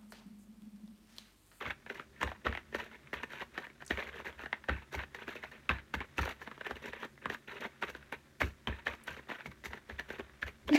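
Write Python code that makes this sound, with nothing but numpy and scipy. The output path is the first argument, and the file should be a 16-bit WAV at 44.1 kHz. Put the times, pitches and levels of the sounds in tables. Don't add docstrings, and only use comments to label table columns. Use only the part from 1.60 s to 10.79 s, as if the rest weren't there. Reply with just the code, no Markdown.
import sys
import numpy as np
from scipy import signal
from scipy.fft import rfft, irfft, next_fast_len
from scipy.io import wavfile
from scipy.ndimage import uniform_filter1d, map_coordinates

SR = 44100
rng = np.random.default_rng(int(sys.argv[2]) if len(sys.argv) > 2 else 0)


def master(y):
    cut = np.clip(np.atleast_2d(y).T, -1, 1)
    pcm = np.round(cut * 32767)
    wavfile.write(sys.argv[1], SR, pcm.astype(np.int16))


N = 405146

# t/s, level/dB, ring f/Hz, puff re level/dB
CATCHES = [(0.027, -30, 1090, 4), (0.056, -25, 1110, -9), (0.064, -22.5, 2140, -11),
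           (0.107, -23, 1510, -15), (0.263, -31, 1690, 4), (0.3, -22, 1540, -1), (0.397, -24, 1260, -3),
           (0.615, -23.5, 1010, 11), (0.63, -13.5, 975, -12), (0.675, -24, 1900, -3), (0.691, -29, 1840, 3),
           (0.717, -26.5, 600, 0), (0.861, -22, 600, 3), (0.8671, -13.5, 1160, -7),
           (0.926, -21.5, 1700, -6), (0.951, -20.5, 2240, 4), (0.974, -21, 1970, 5.5),
           (1.126, -33.5, 1800, 7), (1.147, -18, 1800, 10), (1.19, -39, 1960, 4), (1.202, -25.5, 1870, 5.5),
           (1.263, -35, 1700, -5), (1.314, -36.5, 1410, -8), (1.473, -40.5, 2400, -8),
           (1.531, -21.5, 1970, 7), (1.54, -26, 1820, 7), (1.633, -26, 950, -8), (1.734, -27.5, 1500, 4.5),
           (1.807, -25.5, 1980, -10), (1.818, -30, 1300, 16), (1.978, -17, 1830, 4.5),
           (2.051, -38, 1820, -3), (2.068, -31, 1840, 4), (2.101, -37.5, 2260, 3), (2.205, -37, 1800, -6),
           (2.223, -29.5, 1660, 5.5), (2.308, -13.5, 1880, -1), (2.374, -22, 2270, -2),
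           (2.39, -28, 1780, 9), (2.403, -24, 1700, -4), (2.426, -27, 2020, 4), (2.469, -34, 1700, 3),
           (2.476, -33, 2550, -4), (2.49, -31, 1660, 0), (2.529, -37, 3100, -3), (2.559, -41.5, 1690, 22),
           (2.601, -32, 900, -6), (2.647, -36, 920, -3), (2.666, -28, 1820, -1), (2.727, -36, 3260, -2),
           (2.793, -30, 1540, 1), (2.808, -44, 2100, -2), (2.836, -34, 1900, 14), (2.86, -24.5, 1610, 2),
           (2.9291, -13, 2040, -15), (3.04, -31.5, 1780, -15), (3.087, -23.5, 1550, 11.5),
           (3.094, -15, 1380, 4), (3.344, -24, 870, 5), (3.392, -24, 2270, -2), (3.436, -26, 1740, -7),
           (3.547, -24, 1910, 7), (3.68, -25.5, 1530, 12.5), (3.692, -29, 1700, 6), (3.837, -25, 1760, 1),
           (4.093, -9, 2600, 4.5), (4.1, -17.5, 1070, 1), (4.11, -19, 1520, 2), (4.185, -27.5, 1620, -12),
           (4.34, -22, 1120, 13), (4.405, -23, 2260, 7), (4.414, -28.5, 970, 4), (4.582, -16.5, 2630, 7),
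           (4.59, -15, 1280, 4), (4.631, -21, 1720, -5), (4.657, -23, 1450, 8), (4.676, -25.5, 940, 7),
           (4.816, -28.5, 1520, -2), (4.875, -30, 1700, 10), (4.914, -29, 1160, 0.5), (4.978, -38, 930, 15),
           (5.011, -24, 1550, 3.5), (5.066, -23, 1780, 9.5), (5.109, -21.5, 1570, 10),
           (5.167, -34.5, 2650, -6), (5.257, -29, 1580, 8), (5.333, -25, 1900, -2), (5.431, -25.5, 1110, 6),
           (5.445, -31, 1940, 9), (5.577, -38, 2050, -8), (5.657, -19.5, 1080, 10), (5.7, -18, 1850, -4),
           (5.746, -23, 1670, -11), (6.051, -26.5, 620, 10), (6.225, -18.5, 1450, 7.5),
           (6.235, -21, 1160, -1), (6.284, -33, 1550, 2), (6.299, -37.5, 910, 15), (6.35, -26, 1520, -3),
           (6.427, -37.5, 1500, -8), (6.525, -24.5, 1500, 10), (6.805, -23.5, 1880, 9),
           (6.816, -16.5, 1760, 11.5), (7.073, -14, 3130, 1), (7.082, -23.5, 1020, 6.5),
           (7.269, -12, 1780, -15), (7.279, -24, 2150, 6), (7.336, -30, 1210, 4), (7.478, -27.5, 1970, 6.5),
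           (7.566, -35, 1780, 6), (7.672, -48, 1830, 14), (7.701, -27, 1960, 6), (7.717, -25.5, 1390, 10),
           (7.754, -34, 1640, 2), (7.807, -28, 1500, -14), (7.859, -26, 2200, -21), (8.039, -31, 2020, -8),
           (8.057, -23.5, 2200, -11), (8.133, -24, 2040, 0), (8.174, -36, 1800, 0), (8.298, -24.5, 1720, 1),
           (8.395, -20, 1760, -2), (8.503, -23, 1600, -7), (8.585, -35, 1860, -2), (8.597, -25.5, 520, 7.5),
           (8.606, -32.5, 557, 8), (8.696, -41.5, 1900, -6), (8.828, -16.5, 1540, -1.5),
           (8.881, -34.5, 2980, 5), (9.078, -37, 2010, 4), (9.092, -17, 3370, -7), (9.13, -20.5, 2980, -5)]
# f/Hz, density/dB
WALL_SPECTRUM = [(350, -8), (600, -4), (728, -7), (946, -4), (1270, -3), (1780, 0), (3270, -11),
                 (3800, -12), (4500, -27.5), (5850, -46), (9900, -120)]
# f/Hz, level/dB, T60/s
FLOOR_MODES = [(67.4, 7, 0.22), (96, -3.5, 0.23), (39.2, -4.5, 0.28), (188.9, -15.5, 0.3)]
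# t/s, level/dB
WEIGHT_SHIFTS = [(0.0, -64), (0.43, -71), (1.19, -64.5), (2.28, -67), (2.46, -58.5), (3.42, -69.5),
                 (3.57, -62), (4.38, -66.5), (5.27, -60), (5.45, -70), (6.36, -62.5), (6.77, -69.5),
                 (7.37, -62.5), (8.19, -69), (8.46, -61.5), (9.1, -69)]


def amp(db):
    return 10 ** (np.asarray(db) / 20)


def unit(x):
    return x / np.sqrt(np.mean(x ** 2) + 1e-20)


def along(points, hz):
    f, values = np.transpose(points)
    return np.interp(np.log(hz + 1), np.log(f + 1), values)


def curves(rows):
    times, *columns = np.transpose(rows)
    return [np.interp(np.arange(N) / SR, times, column) for column in columns]


def wobble(rate):
    return map_coordinates(rng.standard_normal(int(N * rate / SR) + 4), [np.arange(N) * rate / SR])


def filtered(x, response):
    size = next_fast_len(N + SR // 2)
    return irfft(rfft(x, size) * response(np.fft.rfftfreq(size, 1 / SR)), size)[:N]


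def coloured(x, spectrum):
    return unit(filtered(x, lambda hz: amp(along(spectrum, hz))))


def band(lo_hz, hi_hz):
    return lambda hz: (1j * hz / (lo_hz + 1j * hz) * hi_hz / (hi_hz + 1j * hz)) ** 2


def superpose(times, shapes, lead=0):
    at = np.round(np.asarray(times) * SR).astype(int)[:, None] + np.arange(shapes.shape[1])
    return np.bincount(at.ravel(), shapes.ravel(), N + shapes.shape[1])[lead:N + lead]


def crackle(rate, spread_db, life_s):
    starts = (rng.random(N) < rate / SR) * amp(spread_db * rng.standard_normal(N))
    envelope = signal.lfilter([1], [1, -np.exp(-1 / (life_s * SR))], starts)
    return envelope * rng.standard_normal(N)


def resonate(x, modes, sway_db, rate):
    total = 0
    for hz, width, db in modes:
        mode = filtered(x, lambda f: 1j * f * width / (hz * hz - f * f + 1j * f * width))
        total += amp(db + sway_db * wobble(rate)) * mode
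    return unit(total)


def room_noise():
    # f/Hz, density/dB
    spectrum = [(15, -43), (25, 8), (145, -7.5), (270, -6), (394, -3), (451, -19), (545, -10), (624, -14.5),
                (1370, -46), (2220, -52), (3430, -22.5), (5730, -24.5), (16000, -34.5)]
    return amp(-64 + 0.44 * wobble(24)) * coloured(rng.standard_normal(N), spectrum)


def appliance_hum():
    # f/Hz, level/dB, wander/Hz
    tones = [(139, -66.5, 0.48), (220.6, -68.5, 7.04)]
    hum = np.zeros(N)
    for hz, db, wander_hz in tones:
        phase = 2 * np.pi * np.cumsum(hz + wander_hz * wobble(32)) / SR
        hum += amp(db + 3.7 * wobble(28)) * np.sin(phase)
    return hum


def reverberation(x):
    # f/Hz, T60/s
    decay_times = [(150, 0.11), (1000, 0.15), (4000, 0.14), (12000, 0.27)]
    out, step = np.zeros(N + 2 * SR), SR // 4
    for start in range(0, N, step):
        hz, t, noise = signal.stft(rng.standard_normal(SR // 3), SR, nperseg=256)
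        tail = signal.istft(noise * amp(-60 * t / along(decay_times, hz)[:, None]), SR, nperseg=256)[1]
        wet = signal.fftconvolve(x[start:start + step], tail / np.linalg.norm(tail))
        out[start + 200:][:len(wet)] += wet
    return out[:N]


def floor_shudder():
    mode_hz = FLOOR_MODES[0][0]
    tremor = filtered(rng.standard_normal(N), lambda hz: np.exp(-((hz - mode_hz) / 14) ** 2))
    return amp(curves(WEIGHT_SHIFTS)[0] + 3.1 * wobble(7.0)) * unit(tremor)


def microphone_brush():
    # t/s, tone/dB, hiss and rasp/dB, rasp f/Hz
    contact = [(9.1, -95, -71, 1800), (9.112, -25, -54, 1820), (9.125, -20.5, -46, 1820),
               (9.14, -20, -37, 2020), (9.151, -14, -29.5, 2240), (9.163, -31, -30, 2270),
               (9.171, -31, -35.5, 2150), (9.179, -27, -36, 2080), (9.19, -26, -40, 2000)]
    # f/Hz, density/dB
    hiss_spectrum = [(260, -43), (450, 5), (715, 14), (1530, -16), (1730, -3), (2010, -3), (2230, 10),
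                     (3540, -5.5), (4770, -2.5), (5880, -9), (7470, -11.5), (8290, -20.5), (16000, -21)]
    # f/Hz, bandwidth/Hz, level/dB
    hiss_modes = [(1740, 73, 5), (2730, 140, -6), (4760, 190, -6)]
    start_hz, climb_hz_per_s = 290.5, 280
    tone_db, hiss_db, rasp_hz = curves(contact)
    since = np.arange(N) / SR - contact[0][0]
    touching = since > 0
    phase = 2 * np.pi * np.cumsum((start_hz + climb_hz_per_s * since + 12 * wobble(70)) * touching) / SR
    tone = amp(tone_db) * (np.sin(phase) + 0.081 * np.sin(2 * phase))
    hiss_gain = amp(hiss_db + wobble(220)) * (1 + 0.54 * np.sin(phase))
    rubbing = resonate(rng.standard_normal(N), hiss_modes, sway_db=4, rate=28)
    hiss = hiss_gain * coloured(rubbing + 1.15 * rng.standard_normal(N), hiss_spectrum)
    rasp = amp(hiss_db) * wobble(360) * np.sin(2 * np.pi * np.cumsum(rasp_hz) / SR)
    return touching * (tone + hiss + rasp)


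def paw_blows():
    # t/s, thump/dB, slap re thump/dB
    blows = [(0.048, -39, 28), (0.627, -29, 21), (0.858, -27.5, 8), (1.15, -44.5, 13), (1.53, -47, 21),
             (2.302, -32.5, 5), (2.552, -55, 22), (3.086, -24.5, 25), (3.347, -31.5, 20.5),
             (4.09, -27, 24.5), (4.341, -31.5, 26.5), (4.58, -24, 24.5), (5.106, -41, 12), (5.26, -50, 29),
             (5.652, -47, 38), (6.525, -54.5, 34), (6.812, -26, 27.5), (7.07, -27.5, 21.5),
             (7.266, -40.5, 2), (7.481, -47, 32), (7.86, -45, 32.5), (8.059, -39.5, 10), (8.299, -37.5, -2),
             (8.594, -44.5, 11), (8.824, -34.5, -5), (9.041, -37, 18.5)]
    onset, thump_db, slap_db = np.transpose(blows)[:, :, None]
    t = np.arange(SR // 3) / SR
    rise = (1 - np.exp(-t / 0.012)) ** 2
    ring = sum(amp(db - 60 * t / t60) * np.sin(2 * np.pi * hz * t) for hz, db, t60 in FLOOR_MODES)
    slap = rise * amp(thump_db + slap_db - 60 * t / 0.15) * rng.standard_normal((len(blows), len(t)))
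    thumps = superpose(onset[:, 0], amp(thump_db) * rise * ring)
    slaps = filtered(superpose(onset[:, 0], slap), band(104, 306))
    return filtered(thumps + slaps, band(22, 360))


def dispersion(x, cycles):
    return filtered(x, lambda hz: np.exp(-2j * np.pi * cycles * (np.log(1 + hz / 260) - hz / 2500)))


def pad_creak():
    loaded = np.arange(N) < WEIGHT_SHIFTS[-1][0] * SR
    gain = amp(curves(WEIGHT_SHIFTS)[0] + 0.25 * wobble(30)) * loaded
    return gain * coloured(crackle(rate=2500, spread_db=5, life_s=0.0018), WALL_SPECTRUM)


def fibre_ticks():
    # t/s, level/dB, f/Hz
    ticks = [(0.63, -19, 6240), (1.632, -30.5, 5120), (2.25, -31, 5600), (2.264, -21.5, 7700),
             (2.279, -22.5, 5400), (2.296, -28, 6400), (4.343, -41, 6950), (5.259, -29, 5700),
             (6.524, -30, 11000), (6.814, -29, 6140), (7.4373, -26, 10700), (8.05, -31, 5430)]
    onset, level_db, pitch_hz = np.transpose(ticks)[:, :, None]
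    t = np.arange(500) / SR
    rough = 1.24 * uniform_filter1d(rng.standard_normal((len(ticks), len(t))), size=11, axis=1)
    burst = amp(level_db - 60 * t / 0.025) * rough * np.sin(2 * np.pi * pitch_hz * t)
    return filtered(superpose(onset[:, 0], burst), lambda hz: band(4600, 12500)(hz) ** 2)


def wall_slips(rate, spread_db, cycles):
    draw = rng.random((int(rate * N / SR), 2))
    onset, hz = draw[:, 0] * N / SR, 500 + 4200 * draw[:, 1:]
    t = np.arange(350) / SR
    size = amp(spread_db * rng.standard_normal(hz.shape)) * np.sqrt(hz)
    return superpose(onset, size * np.sin(2 * np.pi * hz * t) * np.exp(-t * hz / cycles))


def stroke_envelopes():
    # t/s, length/s, start level/dB, end level/dB, treble re level/dB, body re level/dB
    strokes = [(0.0, 0.071, -34, -65, -19, -8), (0.036, 0.076, -50.5, -40.5, -16, -6.5),
               (0.095, 0.047, -28, -64, -22, -22), (0.263, 0.028, -46, -51, -24, -16),
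               (0.287, 0.065, -39, -60, -19, -6), (0.335, 0.049, -49, -46, -16, -4),
               (0.362, 0.091, -49, -62, -17, -8.5), (0.508, 0.15, -69, -59, -16, -14),
               (0.6, 0.15, -40, -60, -17.5, -2.5), (0.74, 0.041, -59, -54, -24, -16),
               (0.841, 0.1, -36.5, -59.5, -18, 2), (0.926, 0.1, -46, -64, -17, -18),
               (1.117, 0.065, -62, -30.5, -15, -2), (1.175, 0.13, -41, -62.5, -13, -5.5),
               (1.306, 0.071, -60.5, -46, -16, -6.5), (1.526, 0.11, -43, -54.5, -17.5, -8),
               (1.621, 0.042, -42, -54, -13, 1.5), (1.689, 0.11, -50, -49.5, -14.5, -12),
               (1.771, 0.076, -59, -34.5, -16, -13.5), (1.933, 0.14, -52.5, -49, -17.5, -12),
               (2.202, 0.04, -54, -54, -12, -6), (2.292, 0.099, -38, -53.5, -15.5, -5.5),
               (2.372, 0.15, -39, -60.5, -13, -7.5), (2.526, 0.11, -53, -49.5, -14, -2.5),
               (2.642, 0.083, -44, -52, -11.5, -7), (2.772, 0.099, -52, -47.5, -17, -13),
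               (2.915, 0.08, -71, -59, -31, -21), (3.075, 0.15, -40, -57, -25, -15),
               (3.21, 0.037, -47.5, -49, -25, -13), (3.31, 0.065, -52.5, -34, -9.5, -3),
               (3.364, 0.092, -46, -44, -18, -14), (3.538, 0.056, -49.5, -63, -9, 4),
               (3.574, 0.077, -54, -44.5, -19, -6), (3.661, 0.095, -50.5, -47.5, -12.5, -5),
               (3.744, 0.074, -42.5, -63.5, -15.5, -7), (3.818, 0.086, -43, -64, -18, -23),
               (3.906, 0.097, -48, -66, -21, -8.5), (4.091, 0.14, -36, -63, -25, -22),
               (4.332, 0.04, -28.5, -48, -17, -7), (4.375, 0.098, -47.5, -57, -25, -4.5),
               (4.561, 0.18, -46.5, -41, -13, -7), (4.801, 0.073, -50, -63, -10, -2),
               (4.854, 0.05, -48, -53, -20, -6), (4.902, 0.037, -50, -53, -20, -8),
               (4.995, 0.037, -50, -60, -24, -8), (5.037, 0.06, -49, -43, -16, -6),
               (5.086, 0.057, -44, -55, -17, 0.5), (5.144, 0.049, -50, -55, -14, -4),
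               (5.213, 0.11, -48, -52, -12, 0), (5.311, 0.092, -52.5, -53, -20, -9),
               (5.383, 0.09, -56, -38, -16, -3), (5.608, 0.071, -58, -46, -43, -6),
               (5.681, 0.085, -53.5, -36, -15, -8.5), (5.869, 0.14, -45.5, -49, -20, -9.5),
               (5.996, 0.089, -42.5, -43, -19.5, -3.5), (6.208, 0.06, -48, -45, -11, 0.5),
               (6.259, 0.065, -52, -42, -9, -5.5), (6.319, 0.073, -64, -51.5, -13, -6),
               (6.516, 0.061, -33.5, -65.5, -17, 0), (6.797, 0.15, -31, -72.5, -10, -9),
               (7.074, 0.13, -43, -62, -24, -5.5), (7.177, 0.042, -51, -50, -24, -15),
               (7.251, 0.12, -40.5, -53.5, -17, -6), (7.462, 0.12, -40, -60.5, -11, -10),
               (7.559, 0.059, -50.5, -55, -14, -5), (7.68, 0.11, -41.5, -56, -16, -9),
               (7.776, 0.068, -50, -58, -17, -29), (7.829, 0.061, -66, -44, -9, 3),
               (7.906, 0.031, -37.5, -54, -13, -24), (8.036, 0.07, -44, -66, -2.5, -7),
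               (8.095, 0.11, -50.5, -58.5, -14, -4), (8.283, 0.098, -44, -76, -12, -1),
               (8.375, 0.047, -49.5, -41.5, -12, -8.5), (8.477, 0.11, -50, -52.5, -13, -5),
               (8.578, 0.039, -58, -46, -8, 8), (8.81, 0.041, -47, -53, -7, -11),
               (8.854, 0.062, -44, -55, -14, -8.5), (9.067, 0.048, -44.5, -40.5, -9.5, 2)]
    attack_s, release_s = 0.013, 0.024
    rip_rise_s, rip_fall_s, rip_treble_db, rip_body_db = 0.0012, 0.0078, -24.5, -8
    onset, length, start_db, end_db, treble_db, body_db = np.transpose(strokes)[:, :, None]
    t = np.arange(-SR // 8, SR // 3) / SR
    gate = np.clip(np.minimum(t / attack_s, (length - t) / release_s), 0, 1) ** 2
    stroke = gate * amp(start_db + (end_db - start_db) * np.clip(t / length, 0, 1))
    catch_time, catch_db, *_ = np.transpose(CATCHES)[:, :, None]
    rip = amp(catch_db - 24 - 6 * (t / np.where(t < 0, rip_rise_s, rip_fall_s)) ** 2)
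    rips = superpose(catch_time[:, 0], rip, lead=SR // 8)
    return [superpose(onset[:, 0], stroke * amp(stroke_db), lead=SR // 8) + amp(rip_db) * rips
            for stroke_db, rip_db in ((0, 0), (treble_db, rip_treble_db), (body_db, rip_body_db))]


def claw_drag():
    # f/Hz, bandwidth/Hz, level/dB
    flute_modes = [(953, 72, 4.5), (1556, 81, -2.5), (1790, 120, -1.5), (2140, 780, -3.5), (2610, 380, -3),
                   (3880, 180, -8)]
    # f/Hz, density/dB
    fibre_spectrum = [(2650, -8), (4500, -5.5), (5080, -14.5), (5840, -7), (7070, -12.5), (8030, -19),
                      (10300, -21), (12700, -14), (16000, -25.5)]
    # f/Hz, density/dB
    body_spectrum = [(88, -31), (150, -20), (226, 4), (296, -8.5), (400, 4), (512, -2.5), (650, -6),
                     (840, -57), (1430, -120)]
    rasp_gain, treble_gain, body_gain = stroke_envelopes()
    slips = unit(wall_slips(rate=1500, spread_db=4.2, cycles=4.5))
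    grit = unit(crackle(rate=620, spread_db=3, life_s=0.004))
    walls = coloured(slips + 0.86 * grit, WALL_SPECTRUM)
    rasp = unit(walls + 0.6 * resonate(walls, flute_modes, sway_db=4, rate=22))
    fibres = coloured(crackle(rate=2100, spread_db=10, life_s=0.0027), fibre_spectrum)
    body = coloured(crackle(rate=420, spread_db=4, life_s=0.0025), body_spectrum)
    return rasp_gain * rasp + treble_gain * fibres + body_gain * body


def flute_snaps():
    # f/Hz, gain/dB
    response = [(300, -20), (700, -6), (1800, -4), (3000, -9.5), (4500, -23), (7000, -39), (10400, -67),
                (13000, -58), (16000, -42)]
    burst_t60_s, ring_t60_s, puff_t60_s = 0.01, 0.013, 0.021
    onset, level_db, pitch_hz, puff_db = np.transpose(CATCHES)[:, :, None]
    t = np.arange(900) / SR
    noise = rng.standard_normal((len(CATCHES), 2, len(t)))
    noise /= noise[:, :, :100].std(axis=2, keepdims=True)
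    ring = 1.216 * amp(-60 * t / ring_t60_s) * np.sin(2 * np.pi * pitch_hz * t)
    burst = 0.45 * amp(-60 * t / burst_t60_s) * noise[:, 0]
    wall = (1 - np.exp(-t / 0.00037)) * amp(level_db) * (ring + burst)
    wall[:, 20] += 8 * amp(level_db[:, 0])
    puff = amp(level_db + puff_db - 60 * t / puff_t60_s) * noise[:, 1]
    cracks = filtered(superpose(onset[:, 0], wall), lambda hz: amp(along(response, hz)))
    return cracks + filtered(superpose(onset[:, 0], puff), band(244, 686))


def scene():
    pad = dispersion(claw_drag() + pad_creak() + flute_snaps() + fibre_ticks(), cycles=1.686)
    tail = amp(-10) * reverberation(pad)
    floor = paw_blows() + floor_shudder()
    return (pad + tail + floor + room_noise() + appliance_hum() + microphone_brush())[None]


def record(dry):
    corner_hz, top_hz = 34, 15830
    return filtered(dry[0], lambda hz: (1j * hz / (corner_hz + 1j * hz)) ** 4 * (hz < top_hz))[None]


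dry = scene()
out = record(dry)
master(out)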